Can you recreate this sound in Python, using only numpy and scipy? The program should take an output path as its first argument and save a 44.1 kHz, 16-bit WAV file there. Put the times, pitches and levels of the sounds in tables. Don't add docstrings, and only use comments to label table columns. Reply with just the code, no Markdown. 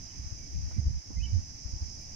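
import sys
import numpy as np
from scipy import signal
from scipy.fft import rfft, irfft
from scipy.io import wavfile

SR = 44100
rng = np.random.default_rng(int(sys.argv[2]) if len(sys.argv) > 2 else 0)


def persist_wave(psi):
    counts = np.round(np.clip(psi, -1, 1) * 32767).astype(np.int16)
    wavfile.write(sys.argv[1], SR, np.atleast_2d(counts).T)


N = 94815
TIME = np.arange(N) / SR
BIN_HZ = np.maximum(np.arange(N // 2 + 1) * SR / N, 1)
SCRUB_ECHO_S = 0.022

# frequency_hz, relative_db
CICADA_SPECTRUM = [(3000, -48.5), (3900, -26), (4250, -16), (4550, -15.5), (4750, -5.5), (4930, -1.5),
                   (5250, 4), (5550, -2.5), (5850, -0.5), (6170, -1), (6330, -4.5), (6600, -8.5),
                   (6850, -16), (7300, -15.5), (7750, -27.5), (9500, -36)]


def cicadas(trim_db=2.0):
    # time_s, relative_db, pan_db (left minus right throughout)
    swell = [(0.0, -52.5, -7), (0.04, -49.5, -11), (0.08, -51, -6.5), (0.62, -51, -6.5), (0.93, -53, -4),
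             (1.53, -50.5, -6.5), (1.9, -49, -6.5), (2.13, -51, -4), (2.15, -49, -6)]
    time_s, swell_db, pan_db = np.transpose(swell)
    gain = from_db(trim_db + np.interp(TIME, time_s, swell_db)) * panned(np.interp(TIME, time_s, pan_db))
    chorus = (far_chorus() + near_cicadas()) * gain + steady_singers()
    lower_voices = colour(chorus, np.abs(resonance(hz=5080, width_hz=390)) ** 2)
    surge = from_db(1.5 * bump(middle_s=1.83, length_s=0.26))
    return chorus + lower_voices * (surge - 1)


def tymbal(clicks_per_s, wobble, spread_db=0.8):
    cycles = rng.random() + np.cumsum(clicks_per_s * (1 + wobble * drift(hz=12))) / SR
    samples_off = (cycles % 1 - .5) * SR / clicks_per_s
    clicks = np.sinc(samples_off) * np.exp(-(samples_off / 10) ** 2)
    return clicks * from_db(spread_db * drift(hz=30))


def near_cicadas():
    # clicks_per_s, body_hz, width_hz, relative_db, growth_db_per_s,
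    # pan_db, left_lead_ms, scattered_share
    voices = [(456.2, 5650, 1100, -9, -1, -8, .32, .05), (400.4, 6150, 700, -15, 0, 3, .32, .15),
              (390.9, 5080, 350, -12.5, 3, 1, 0, .3), (410.9, 4960, 400, -14.5, 1, -2, 0, .45),
              (384.4, 6160, 250, -16, -4, -2, .3, .45), (415.3, 5700, 500, -16, 3, 0, .3, .45)]
    out = 0
    for clicks_per_s, body_hz, width_hz, db, growth, pan_db, lead_ms, share in voices:
        body = resonance(body_hz, 2 * width_hz) ** 2 * from_db(at_hz(CICADA_SPECTRUM))
        buzz = rms_one(colour(tymbal(clicks_per_s, wobble=.0016), body))
        early_left = colour(buzz, np.exp(2j * np.pi * BIN_HZ * lead_ms / 1000))
        direct = np.array([early_left, buzz])
        scattered = rms_one(scatter(buzz, SCRUB_ECHO_S))
        gain = from_db(db + growth * (TIME - TIME.mean())) * panned(pan_db)
        out += gain * (np.sqrt(1 - share) * direct + np.sqrt(share) * scattered)
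    return out


def far_chorus(count=40, relative_db=-0.43):
    # frequency_hz, pan_db
    placement = [(4200, 5), (4800, -1), (5200, 4.5), (5600, 1), (6200, -8.5), (6800, -3), (7600, 8.5)]
    click_rates = rng.uniform(180, 470, count)
    voices = sum(scatter(rms_one(tymbal(rate, wobble=.008)), SCRUB_ECHO_S) for rate in click_rates)
    spectrum = from_db(at_hz(CICADA_SPECTRUM)) * panned(at_hz(placement))
    return from_db(relative_db) * rms_one(colour(voices, spectrum))


def steady_singers(trim_db=2):
    # pitch_hz, relative_db
    tones = [(4931, -69), (5082, -66), (5219, -70), (5329, -69), (5399, -70), (5475, -70), (5529, -72),
             (5814, -69), (6121, -68), (6406, -72), (6535, -78), (6595, -78), (6955, -81)]
    return panned(-4) * sum(from_db(db + trim_db) * band_noise(hz, width_hz=22.7) for hz, db in tones)


def birds(edge_s=0.0056, pitch_waver=0.0071, flutter_db=1.5, echo_db=-8.5):
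    # start_s, length_s, first_hz, last_hz, level_db, pan_db
    notes = [(0.092, 0.036, 3010, 3020, -67, -3), (0.372, 0.031, 2430, 2310, -68, 4),
             (0.405, 0.07, 2278, 2275, -66.5, -0.5), (0.535, 0.038, 2350, 2480, -70.5, 0),
             (0.736, 0.045, 2360, 2290, -70, 5), (0.766, 0.045, 2060, 2070, -69.5, 16),
             (1.165, 0.031, 2070, 2096, -59, -4), (1.193, 0.03, 2450, 2620, -57, 9),
             (1.214, 0.02, 2770, 3100, -59, -10), (1.229, 0.033, 2997, 2980, -44.5, -3),
             (1.254, .028, 2710, 2680, -66, 12), (1.254, 0.062, 2275, 2290, -64.5, 6),
             (2.007, 0.032, 2380, 2340, -67.5, 5)]
    out = 0
    for start_s, length_s, first_hz, last_hz, level_db, pan_db in notes:
        end_s = start_s + length_s
        glide_hz = np.interp(TIME, [start_s, end_s], [first_hz, last_hz])
        pitch_hz = glide_hz * (1 + pitch_waver * drift(hz=121))
        whistle = np.sqrt(2) * np.sin(2 * np.pi * np.cumsum(pitch_hz) / SR)
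        edge = np.clip(np.minimum(TIME - start_s, end_s - TIME) / edge_s, 0, 1)
        envelope = np.sin(np.pi / 2 * edge) ** 2 * from_db(level_db + flutter_db * drift(hz=90))
        out += whistle * envelope * panned(pan_db)
    return out + from_db(echo_db) * scatter(out, decay_s=0.052)


def wind(rumble_db=-12.5):
    # middle_s, length_s, left_db, right_db, buffet_hz
    gusts = [(0.214, 0.072, -42, -38, 65.1), (0.273, 0.024, -32.5, -59, 60.06),
             (0.326, 0.009, -28.5, -55, 63.3), (0.35, 0.072, -42, -58, 61.5),
             (0.507, 0.055, -42.5, -44.5, 61), (0.574, 0.067, -28.5, -37.5, 74),
             (0.654, 0.059, -30, -34.5, 72), (0.75, 0.07, -37.5, -36, 75),
             (0.792, 0.017, -58, -19.5, 105.2), (0.836, 0.12, -38, -31.5, 68.04),
             (0.873, 0.031, -21.5, -26.5, 63), (0.907, 0.013, -34, -24, 78.2),
             (0.957, 0.069, -35, -30, 59.9), (1.117, 0.086, -43.5, -45.5, 86.5),
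             (1.179, 0.028, -31, -31.5, 64), (1.211, 0.11, -43, -27, 60), (1.31, 0.084, -36, -32, 63.96),
             (1.363, 0.064, -35.5, -21, 88.6), (1.403, 0.11, -39, -50, 64.6),
             (1.66, 0.017, -29.5, -44, 65.5), (1.695, 0.036, -37.5, -44, 59.6),
             (1.735, 0.016, -35.5, -27.5, 73.4), (1.765, 0.023, -33, -39, 59),
             (1.827, 0.028, -32, -30, 69.5), (1.866, 0.021, -57, -36, 60.1)]
    # frequency_hz, relative_db
    turbulence = [(15, -12), (35, -2), (80, 0), (155, -1), (220, -14), (320, -28), (450, -50), (900, -75)]
    out = 0
    for middle_s, length_s, left_db, right_db, buffet_hz in gusts:
        rumble = rms_one(colour(rng.standard_normal((2, N)), from_db(at_hz(turbulence))))
        flutter = np.array([eddies(buffet_hz), eddies(buffet_hz)])
        envelope = bump(middle_s, length_s) * from_db([[left_db], [right_db]])
        out += envelope * (flutter + from_db(rumble_db) * rumble)
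    return out


def eddies(buffet_hz, wander=.125, lumps_db=1.3):
    cycles = rng.random() + np.cumsum(buffet_hz * np.exp(wander * drift(hz=40))) / SR
    return rms_one(np.sin(2 * np.pi * cycles) * from_db(lumps_db * drift(hz=40)))


def close_knocks():
    # start_s, centre_hz, width_hz, decay_s, left_db, right_db
    knocks = [(0.708, 620, 950, 0.011, -60, -51.5), (0.713, 2270, 1500, 0.0006, -52, -55),
              (0.761, 191, 68, 0.034, -70, -36.5), (1.101, 230, 135, 0.013, -66, -42)]
    return sum(burst(start_s, decay_s) * from_db([[left_db], [right_db]]) * band_noise(hz, width_hz)
               for start_s, hz, width_hz, decay_s, left_db, right_db in knocks)


def grass_ticks():
    # start_s, level_db
    ticks = [(2.0, -76), (2.013, -62.5), (2.026, -72)]
    envelope = sum(burst(start_s, decay_s=0.0036) * from_db(db) for start_s, db in ticks)
    return envelope * band_noise(hz=10600, width_hz=900) * panned(3)


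def background_hiss(low_below_hz=600, treble_above_hz=1900, duck_db=-9.5):
    # frequency_hz, density_db (power per hertz)
    spectrum = [(20, -68.5), (50, -70), (100, -71), (170, -78.5), (300, -84.5), (440, -96), (760, -89.5),
                (1100, -95.5), (1400, -99), (1750, -97), (2300, -96.5), (3400, -105), (8500, -111),
                (9700, -120), (10500, -116), (12500, -123), (15500, -120.5)]
    # frequency_hz, correlation
    likeness = [(60, 0.72), (140, 0.5), (330, .5), (520, -0.12), (800, -0.67), (1150, -0.69), (1450, -0.63),
                (1900, 0), (2900, 0.4), (4500, 0.84), (7000, 0)]
    # frequency_hz, pan_db
    placement = [(60, -1), (300, -1), (600, -2.5), (1200, -1), (1700, 3), (2400, 5), (3400, 0.5),
                 (8000, -6), (11000, 4), (15000, 4)]
    # time_s, gain_db
    treble_curve = [(0, 3), (.4, 0.5), (.75, 2), (.85, -2.5), (1.35, 0), (1.5, -1), (1.95, -0.5),
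                    (2.02, 0.5), (2.15, 2)]
    mid, side = rng.standard_normal((2, N))
    alike = at_hz(likeness)
    pair = colour(mid, np.sqrt((1 + alike) / 2)) + colour(side, np.sqrt((1 - alike) / 2)) * [[1], [-1]]
    hiss = colour(pair, np.sqrt(SR / 2) * from_db(at_hz(spectrum)) * panned(at_hz(placement)))
    low = colour(hiss, 1 / (1 + (BIN_HZ / low_below_hz) ** 4))
    treble = colour(hiss, 1 / (1 + (treble_above_hz / BIN_HZ) ** 4))
    duck = from_db(duck_db * bump(middle_s=0.98, length_s=0.14))
    treble_gain = from_db(np.interp(TIME, *np.transpose(treble_curve)))
    return band_flicker(low) * duck + band_flicker(hiss - low - treble) + treble * treble_gain


def band_flicker(x, count=6, depth_db=3):
    place = np.interp(np.log(BIN_HZ), np.log([200, 2500]), [0, count - 1])
    bands = (colour(x, np.maximum(1 - np.abs(place - k), 0)) for k in range(count))
    return sum(band * from_db(depth_db * drift(hz=11.3)) for band in bands)


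def scatter(x, decay_s):
    echoes = rng.standard_normal((2, N)) * np.exp(-TIME / decay_s)
    return colour(x, rfft(rms_one(echoes)) / np.sqrt(N))


def resonance(hz, width_hz):
    return 1 / (1 + 1j * (BIN_HZ ** 2 - hz ** 2) / (BIN_HZ * width_hz))


def band_noise(hz, width_hz):
    return rms_one(colour(rng.standard_normal((2, N)), resonance(hz, width_hz) ** 2))


def drift(hz, step=32):
    pole = np.exp(-2 * np.pi * step * hz / SR)
    noise = rng.standard_normal(N // step + 1002)
    slow = signal.lfilter([1], [1, -2 * pole, pole * pole], noise)[1000:]
    return np.interp(np.arange(N) / step, np.arange(len(slow)), rms_one(slow))


def bump(middle_s, length_s):
    return np.exp(-np.log(2) * np.abs(2 * (TIME - middle_s) / length_s) ** 3)


def burst(start_s, decay_s):
    age = np.maximum(TIME - start_s, 0) / decay_s
    shape = (1 - np.exp(-4 * age)) * np.exp(-age)
    return shape / (shape.max() + 1e-12)


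def colour(x, gain):
    return irfft(rfft(x) * gain, N)


def at_hz(points):
    hz, value = np.transpose(points)
    return np.interp(np.log(BIN_HZ), np.log(np.maximum(hz, 1)), value)


def panned(pan_db):
    gains = from_db(np.array([[.5], [-.5]]) * pan_db)
    return gains / np.sqrt(np.mean(gains ** 2, axis=0))


def from_db(db):
    return 10 ** (np.asarray(db) / 20)


def rms_one(x):
    return x / np.sqrt(np.mean(x ** 2, axis=-1, keepdims=True) + 1e-20)


def scene():
    return cicadas() + birds() + wind() + close_knocks() + grass_ticks() + background_hiss()


def record(dry):
    cutoff_hz = 15750
    return signal.sosfilt(signal.ellip(12, .1, 80, cutoff_hz, fs=SR, output="sos"), dry)


dry = scene()
out = record(dry)
persist_wave(out)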